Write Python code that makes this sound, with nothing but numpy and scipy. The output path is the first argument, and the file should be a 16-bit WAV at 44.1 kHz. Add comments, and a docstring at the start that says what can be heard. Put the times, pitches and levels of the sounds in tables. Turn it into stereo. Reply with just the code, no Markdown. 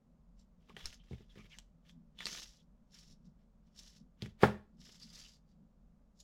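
"""A desk in a small quiet room, two microphones close to the hands; low hum and faint air throughout.
Thin wire is wrapped round a bundle of stiff wires just above the desk: it hisses through the fingertips,
rasps and ticks against the bundle. Early on, small pliers are dragged off the desk. The strongest pull
of wire comes at 2.3 s. At 4.4 s the pliers are put down with one sharp knock that rings the desk top,
and a few more strokes of wire follow."""
import sys
import numpy as np
from scipy import signal
from scipy.fft import rfft, irfft, next_fast_len
from scipy.io import wavfile

SR = 44100
rng = np.random.default_rng(int(sys.argv[2]) if len(sys.argv) > 2 else 0)


def int16_out(signal):
    """Quantize to a 16-bit WAV file."""
    q = np.round(np.clip(np.atleast_2d(signal).T, -1, 1) * 32767)
    wavfile.write(sys.argv[1], SR, q.astype(np.int16))


N = 274743

# pulls of wire through the fingers:
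# (time [s], length [s], hiss level [dB], rasp level [dB], sag by the end [dB], free-length ring [Hz])
WIRE_STROKES = [(0.397, 0.014, -71.5, -82, 0, 7400), (0.61, .05, -89, -86, 0, 3400),
                (0.697, .012, -70, -68, 2, 3400), (0.785, .07, -60.5, -56, 0, 3400),
                (0.874, .022, -52, -54, 11, 6500), (0.933, .012, -59, -64, 0, 6200),
                (1.048, .015, -76, -75, 1, 3200), (1.118, .11, -68.5, -64.5, 7, 3700),
                (1.304, .02, -71, -73.5, 1, 3440), (1.372, .095, -68, -65.5, 6, 2400),
                (1.515, .095, -68, -70.5, 3, 6200), (1.86, .015, -80, -78, -1.5, 3550),
                (1.893, .014, -68.5, -72, 1, 3500), (2.2, 0.032, -59, -59, -1, 3420),
                (2.28, 0.12, -43.5, -50, 4, 6100), (2.425, .185, -52.5, -64, 21, 5580),
                (2.942, .06, -59, -67.5, 2, 5450), (3.035, .095, -66, -78, 2, 5460),
                (3.257, .02, -77.5, -91, 2, 5400), (3.405, .025, -91, -88, 1, 5360),
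                (3.67, 0.019, -84, -82.5, 5, 5430), (3.788, .03, -52.5, -62, 3, 5460),
                (3.865, .11, -58, -69.5, 5, 5460), (4.232, .075, -63, -59.5, 14, 3400),
                (4.81, .15, -61, -70.5, -2, 5200), (5.01, .10, -58.5, -69.5, 3, 4900),
                (5.139, 0.11, -55.5, -64, 0, 4790), (5.28, .08, -61, -71.5, 9, 4790),
                (5.494, 0.034, -83, -92, 2.5, 4630), (6.2, .01, -62, -82, 0, 6800)]
# wire on fingertips: (frequency [Hz], level [dB])
HISS_SPECTRUM = [(1300, -29.5), (2400, -16.5), (3200, -3.5), (3700, -1), (4300, -0.5), (4850, -3),
                 (5150, -1.5), (5550, -3), (6500, -5), (7400, -3), (8300, -14), (10000, -14.5),
                 (13000, -18.5), (16000, -27)]
# wire on metal or desk: (frequency [Hz], level [dB])
RASP_SPECTRUM = [(50, -24.5), (150, -11), (400, -7), (800, -10), (1200, -8), (1900, -3), (2500, -5.5),
                 (3100, 2), (4000, -7), (7000, -24.5)]
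# the rubbed wire's own ringing: (frequency [Hz], width [Hz], level against the plain hiss [dB])
WIRE_MODES = [(3760, 85, -4.5), (4830, 230, 1.5), (5570, 460, 4.5), (6270, 200, -2), (9485, 300, -3.5)]
# the wire sings where it skids: (time [s], length [s], start pitch [Hz], end pitch [Hz], level [dB])
WIRE_SQUEAKS = [(0.685, 0.035, 1130, 1087, -63), (0.80, 0.047, 3400, 3270, -62),
                (0.985, .045, 3100, 3150, -70.5), (1.29, .04, 3560, 3230, -70),
                (1.37, 0.07, 2200, 2430, -65.5), (1.376, .041, 1080, 1204, -66),
                (1.445, .03, 2300, 2250, -71), (1.496, 0.075, 2607, 1637, -62),
                (1.505, .045, 3300, 2800, -58.5), (2.175, 0.072, 3360, 3460, -53),
                (2.202, .036, 1915, 1730, -54), (2.277, 0.11, 3417, 3420, -60),
                (2.579, 0.043, 3310, 3360, -73.5), (5.014, 0.035, 4900, 4660, -54.5),
                (5.241, 0.038, 3035, 2800, -60.5)]
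# metal touching metal: (time [s], level [dB], ring [Hz], chatter t60 [s])
METAL_TICKS = [(0.696, -54.5, 2420, 0.014), (0.7662, -46, 1890, .04), (0.7661, -46, 3110, .024),
               (0.791, -62.5, 2020, 0.014), (0.857, -29.5, 5330, 0.011), (0.928, -46, 2880, .006),
               (1.131, -57.5, 2220, 0.044), (1.356, -58.5, 1910, .02), (1.586, -43.5, 3125, .015),
               (1.5871, -40.5, 6120, .0043), (1.895, -55.5, 3290, .022), (2.189, -43, 3300, 0.011),
               (2.206, -38.5, 2053, .019), (2.2564, -24.5, 4600, .0047), (2.267, -30.5, 4400, .014),
               (2.2687, -36, 1940, .012), (2.376, -49, 1900, 0.028), (4.2217, -33.5, 3500, .0085),
               (4.2598, -43.5, 2200, .011), (4.425, -41, 4650, .008), (5.033, -50, 4960, 0.018)]
# blows on the desk, low cut-off for flesh, high for steel:
# (time [s], level [dB], contact cut-off [Hz], hand damping t60 [s])
DESK_BLOWS = [(0.696, -51, 700, 0.63), (0.768, -43.5, 810, 0.22), (1.1107, -36, 200, 0.14),
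              (1.119, -35, 100, 0.11), (1.132, -30, 85, 0.17), (1.206, -50, 355, .3),
              (1.358, -50.5, 400, 0.24), (1.373, -46.5, 250, 0.37), (1.392, -46, 160, 0.4),
              (1.445, -51, 157, .3), (2.256, -47, 601, .2), (4.2238, -31, 150, .6), (4.233, -44.5, 130, .3),
              (4.261, -38, 180, 0.42), (4.4279, -26, 900, .3), (4.4333, -6.5, 2400, 1.8),
              (4.89, -56, 300, .4)]
# what the desk top rings with: (frequency [Hz], level [dB], t60 [s])
DESK_MODES = [(80, -18.5, 0.49), (126, -6.5, 0.18), (165.4, -8, 0.16), (191.8, -8.5, 0.17),
              (209, -9.5, 0.36), (264, -8.5, 0.091), (350, -0.5, 0.049), (385, 0, 0.022), (405, -11.5, .18),
              (538, -12.5, 0.051), (624, -12, 0.19), (804, -13.5, 0.18), (855, -8, .18), (964, -6.5, 0.019),
              (1075, -14, 0.083), (1338, -11, 0.069), (1400, -2.5, 0.067), (1610, -9.5, 0.077),
              (1740, -0.5, 0.043), (1950, -10.5, 0.032), (2440, -13, .025)]
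# the clatter inside a blow: (frequency [Hz], level [dB])
CLATTER_SPECTRUM = [(60, -10.5), (300, -5.5), (1000, 1), (1900, 0), (2800, -12.5), (5000, -19),
                    (12000, -20.5)]
# the rush of noise round the sharp knock: (frequency [Hz], level [dB])
KNOCK_RUSH_SPECTRUM = [(50, -19), (150, 1.5), (600, 4), (1500, -0.5), (3000, 2.5), (4800, -6),
                       (7500, -13.5), (11000, -18), (15500, -20)]
# the hands press and shift: (time [s], length [s], level [dB])
HAND_BUMPS = [(0.853, .025, -48), (3.108, .02, -56)]
# bounces off desk, hands and screen: (left delay [s], right delay [s], level [dB])
NEAR_REFLECTIONS = [(.0008, .00045, -19), (.0017, .0023, -17.5), (.0041, .0034, -11), (.0056, .0066, -11),
                    (0.014, .0128, -14)]
# the room's echo: (frequency [Hz], level [dB])
ECHO_SPECTRUM = [(50, -15), (200, -9.5), (400, -11), (900, -10.5), (1500, -11.5), (3000, -12.5),
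                 (6000, -12), (15000, -14)]
# faint air noise: (frequency [Hz], level [dB])
AIR_SPECTRUM = [(20, -9.5), (50, -4.5), (90, -18), (220, -12.5), (290, -29), (430, -27), (575, -23.5),
                (720, -30), (1200, -34.5), (1800, -44), (3000, -48), (7000, -49.5), (9000, -56.5),
                (16000, -61.5)]
# resonances of the low drone: (frequency [Hz], width [Hz], level [dB])
DRONE_BANDS = [(77.2, 8.5, -16), (134, 8, -9.5), (167.6, 20, 7.5), (222, 23, 4), (250, 9.3, -13.5)]
# soft swells of the drone: (time [s], level [dB])
DRONE_SWELLS = [(0.75, -63), (1.97, -59.5), (2.28, -62), (3.115, -65), (3.27, -61), (4.02, -61),
                (4.791, -58.5), (5.05, -61), (5.615, -61)]
# likeness of the two microphones: (frequency [Hz], correlation [0-1])
MIC_CORRELATION = [(60, 0.93), (300, 0.57), (700, 0.32), (1400, 0.46), (3000, 0.17), (15000, 0.089)]


def sliding_wire(hiss_db, rasp_db):
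    """Wire hisses and rings through the fingers, and rasps lower over metal or desk."""
    rubbing = friction(HISS_SPECTRUM, slips_per_s=1200, spread_db=5.6, smooth=0.35)
    ringing = sum(from_db(db) * resonance(rubbing, hz, width) for hz, width, db in WIRE_MODES)
    singing = rms_one(rubbing + ringing)
    rasp = friction(RASP_SPECTRUM, slips_per_s=540, spread_db=5.0, smooth=0.45)
    out = np.zeros((2, N))
    for s, length, bright_db, low_db, sag_db, ring_hz in WIRE_STROKES:
        hiss = singing + from_db(2.0) * resonance(rubbing, ring_hz, width_hz=260)
        speed = gesture(s, length, rise_db_per_s=560, fall_db_per_s=480, sag_db=sag_db)
        out += speed * (from_db(hiss_db + bright_db) * hiss + from_db(rasp_db + low_db) * rasp)
    uneven_grip = from_db(1.1 * wander(hz=20))
    return out * uneven_grip


def wire_squeaks(level_db, roughness):
    """Narrow scraping resonances glide as the free length of wire changes."""
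    out = np.zeros((2, N))
    for s, length, start_hz, end_hz, db in WIRE_SQUEAKS:
        n, width_hz = int(length * SR), 0.042 * start_hz
        phase = 2 * np.pi * np.cumsum(np.linspace(start_hz, end_hz, n)) / SR
        scrape = rng.standard_normal((2, 2, n + SR // 10))
        core = rms_one(low_pass(scrape, width_hz))
        skirt = rms_one(low_pass(scrape[..., ::-1], 4 * width_hz))  # uneven slipping widens the note
        cos_gain, sin_gain = (core + roughness * skirt)[..., -n:]
        note = rms_one(cos_gain * np.cos(phase) + sin_gain * np.sin(phase))
        add(out, from_db(db + level_db) * np.sin(np.linspace(0, np.pi, n)) * note, s)
    return out


def metal_ticks(level_db, crack_db, ping_db):
    """Each tick is a ping of wire or pliers with a brief chatter of metal on metal."""
    out, t = np.zeros((2, N)), np.arange(SR // 10) / SR
    crack_band = signal.butter(1, [900, 7000], "band", fs=SR, output="sos")
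    for s, db, hz, t60 in METAL_TICKS:
        fade = from_db(-60 * t / t60)
        chatter = rng.standard_normal((2, len(t))) * fade
        ring = rms_one(resonance(chatter, hz, width_hz=0.27 * hz))
        crack = from_db(crack_db) * rms_one(signal.sosfilt(crack_band, chatter))
        ping = from_db(ping_db) * rms_one(np.sin(2 * np.pi * hz * t) * fade ** 2)
        tick = rms_one(ring + crack + ping) * np.sqrt(np.mean(fade ** 2))
        add(out, from_db(db + level_db) * tick, s)
    return low_pass(out, hz=11300)


def desk_knocks(clatter_db, clatter_t60_s, mic_offset_s, right_db):
    """Each blow rings the desk's modes with a short clatter; a soft contact takes the top off."""
    out, t = np.zeros((2, N)), np.arange(SR // 2) / SR
    mics, modes = np.array([[-1], [1]]), 0
    attack = np.minimum(t / 0.00054, 1)
    for k, (hz, db, t60) in enumerate(DESK_MODES):
        # higher modes radiate unevenly: they reach the microphones out of step, stronger on the right
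        side_db = mics * right_db * min(hz / 1400, 1) ** 2
        swing = np.cos(2 * np.pi * hz * (t + mics * mic_offset_s * (-1) ** (k // 2)))
        # low modes push the whole board one way; higher neighbours start in opposite directions
        direction = 1 if hz < 470 else (-1) ** k
        modes = modes + direction * from_db(db + side_db - 60 * t / t60) * swing * attack
    clatter_fade = from_db(clatter_db - 60 * t / clatter_t60_s)
    for s, db, contact_hz, damping_t60 in DESK_BLOWS:
        clatter = stereo_noise(len(t), CLATTER_SPECTRUM) * clatter_fade
        knock = low_pass(modes + clatter, contact_hz) / np.abs(low_pass(modes, contact_hz)).max()
        add(out, knock * from_db(db - 60 * t / damping_t60), s)
    return signal.sosfilt(signal.butter(2, 64.8, "high", fs=SR, output="sos"), out)


def knock_rush(s, level_db):
    """A brief rush of noise swells into the sharp knock and dies away."""
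    noise = friction(KNOCK_RUSH_SPECTRUM, slips_per_s=700, spread_db=1.0, smooth=1.0)
    return from_db(level_db) * gesture(s, 0, rise_db_per_s=850, fall_db_per_s=480) * noise


def hand_bumps():
    """Soft pushes of the hands, felt more than heard."""
    push = sum(from_db(db) * gesture(s, length, rise_db_per_s=554.5, fall_db_per_s=292)
               for s, length, db in HAND_BUMPS)
    return push * wander(hz=36)


def near_surfaces(x):
    """A few early reflections comb the sound, differently at each microphone."""
    out = x.copy()
    for left_s, right_s, db in NEAR_REFLECTIONS:
        add(out[0], from_db(db) * x[0], left_s)
        add(out[1], from_db(db) * x[1], right_s)
    return out


def room_echo(x, first_echo_s, t60_s):
    """Dense reflections from near walls build up in a few milliseconds and die quickly."""
    t = np.arange(SR // 2) / SR
    fade = from_db(-60 * t / t60_s) * np.clip(t / first_echo_s - 1, 0, 1)
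    response = stereo_noise(len(t), ECHO_SPECTRUM) * fade / np.sqrt(np.sum(fade ** 2))
    return signal.fftconvolve(x, response, axes=1)[:, :N]


def room_tone(air_db, drone_db, hum_db):
    """Faint air noise, with a softly swelling drone and a deep hum alike at both microphones."""
    air = rms_one(stereo_noise(N, AIR_SPECTRUM))
    drone = rms_one(sum(from_db(db) * narrow_noise(hz, width) for hz, width, db in DRONE_BANDS))
    swells = sum(from_db(db) * gesture(s, 0, rise_db_per_s=240, fall_db_per_s=240)
                 for s, db in DRONE_SWELLS)
    hum = narrow_noise(hz=42, width_hz=4.3)
    return from_db(air_db) * air + (from_db(drone_db) + swells) * drone + from_db(hum_db) * hum


def friction(spectrum, slips_per_s, spread_db, smooth):
    """Tiny stick-slip snaps of uneven size, each a few milliseconds long, over smooth rubbing noise."""
    sizes = from_db(spread_db * np.minimum(rng.exponential(1, N), 4))
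    slips = (rng.random(N) < slips_per_s / SR) * sizes
    force = signal.lfilter([1], [1, -np.exp(-1 / (0.0025 * SR))], slips + 1e-18)
    return rms_one(stereo_noise(N, spectrum, envelope=rms_one(force) + smooth))


def gesture(s, length, rise_db_per_s, fall_db_per_s, sag_db=0):
    """Gain that rises to 1 at a time, sags while it is held, then dies away."""
    t = np.arange(N) / SR - s
    held = np.clip(t / max(length, 1e-6), 0, 1)
    db = rise_db_per_s * np.minimum(t, 0) - sag_db * held - fall_db_per_s * np.maximum(t - length, 0)
    return from_db(np.maximum(db, -200))


def stereo_noise(n, spectrum, envelope=1):
    """Noise at the two microphones: alike in the bass, shaped by a spectrum."""
    size = next_fast_len(n)
    hz = np.fft.rfftfreq(size, 1 / SR)
    mid, side = rfft(rng.standard_normal((2, n)) * envelope, size)
    alike = np.clip(at_hz(MIC_CORRELATION, hz), 0, 1)
    mid, side = mid * np.sqrt((1 + alike) / 2), side * np.sqrt((1 - alike) / 2)
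    return irfft(np.array([mid + side, mid - side]) * from_db(at_hz(spectrum, hz)), size)[:, :n]


def narrow_noise(hz, width_hz):
    """A wavering tone: noise twice through one resonance."""
    band = resonance(rng.standard_normal(N + SR), hz, 2 * width_hz)
    return rms_one(resonance(band, hz, 2 * width_hz)[SR:])


def wander(hz):
    """Slow random drift with spread 1."""
    return rms_one(low_pass(rng.standard_normal(N + SR), hz)[SR:])


def resonance(x, hz, width_hz):
    """Two-pole band-pass with gain 1 on top."""
    r = np.exp(-np.pi * width_hz / SR)
    feedback = [1, -2 * r * np.cos(2 * np.pi * hz / SR), r * r]
    return signal.lfilter(np.array([1, 0, -1]) * (1 - r * r) / 2, feedback, x)


def low_pass(x, hz):
    """Gentle second-order low-pass."""
    return signal.sosfilt(signal.butter(2, hz, fs=SR, output="sos"), x)


def at_hz(points, hz):
    """Read a spectrum on a log-frequency axis."""
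    points = np.array(points)
    return np.interp(np.log(hz + 1e-3), np.log(points[:, 0]), points[:, 1])


def add(track, sound, s):
    """Mix a sound in at a time."""
    start = int(round(s * SR))
    track[..., start:start + sound.shape[-1]] += sound[..., :N - start]


def from_db(db):
    """Decibels to gain."""
    return 10 ** (np.asarray(db) / 20)


def rms_one(x):
    """Scale to rms 1."""
    return x / np.sqrt(np.mean(x ** 2) + 1e-20)


def scene():
    """Wire and pliers close up, the wire slightly to the left; the room's echo and tone behind."""
    slide = sliding_wire(hiss_db=-3.2, rasp_db=-0.3)
    wire = near_surfaces(slide + wire_squeaks(level_db=2.0, roughness=0.66))
    rush = near_surfaces(knock_rush(s=4.436, level_db=-33.5))
    ticks = near_surfaces(metal_ticks(level_db=0.5, crack_db=-16.0, ping_db=1.0))
    knocks = desk_knocks(clatter_db=10.5, clatter_t60_s=0.06, mic_offset_s=0.00008, right_db=1.0)
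    lean_left = from_db([[0.54], [-0.54]])
    close = (wire + ticks) * lean_left + rush + knocks
    to_walls = from_db(-10) * wire + from_db(-6) * ticks + from_db(5) * rush + from_db(1) * knocks
    echo = room_echo(to_walls, first_echo_s=0.0046, t60_s=0.28)
    return close + echo + hand_bumps() + room_tone(air_db=-68, drone_db=-71, hum_db=-68)


def record(dry):
    """Both channels are cut steeply above 15.9 kHz."""
    return signal.sosfilt(signal.ellip(10, 0.1, 70, 15900, fs=SR, output="sos"), dry)


dry = scene()
out = record(dry)
int16_out(out)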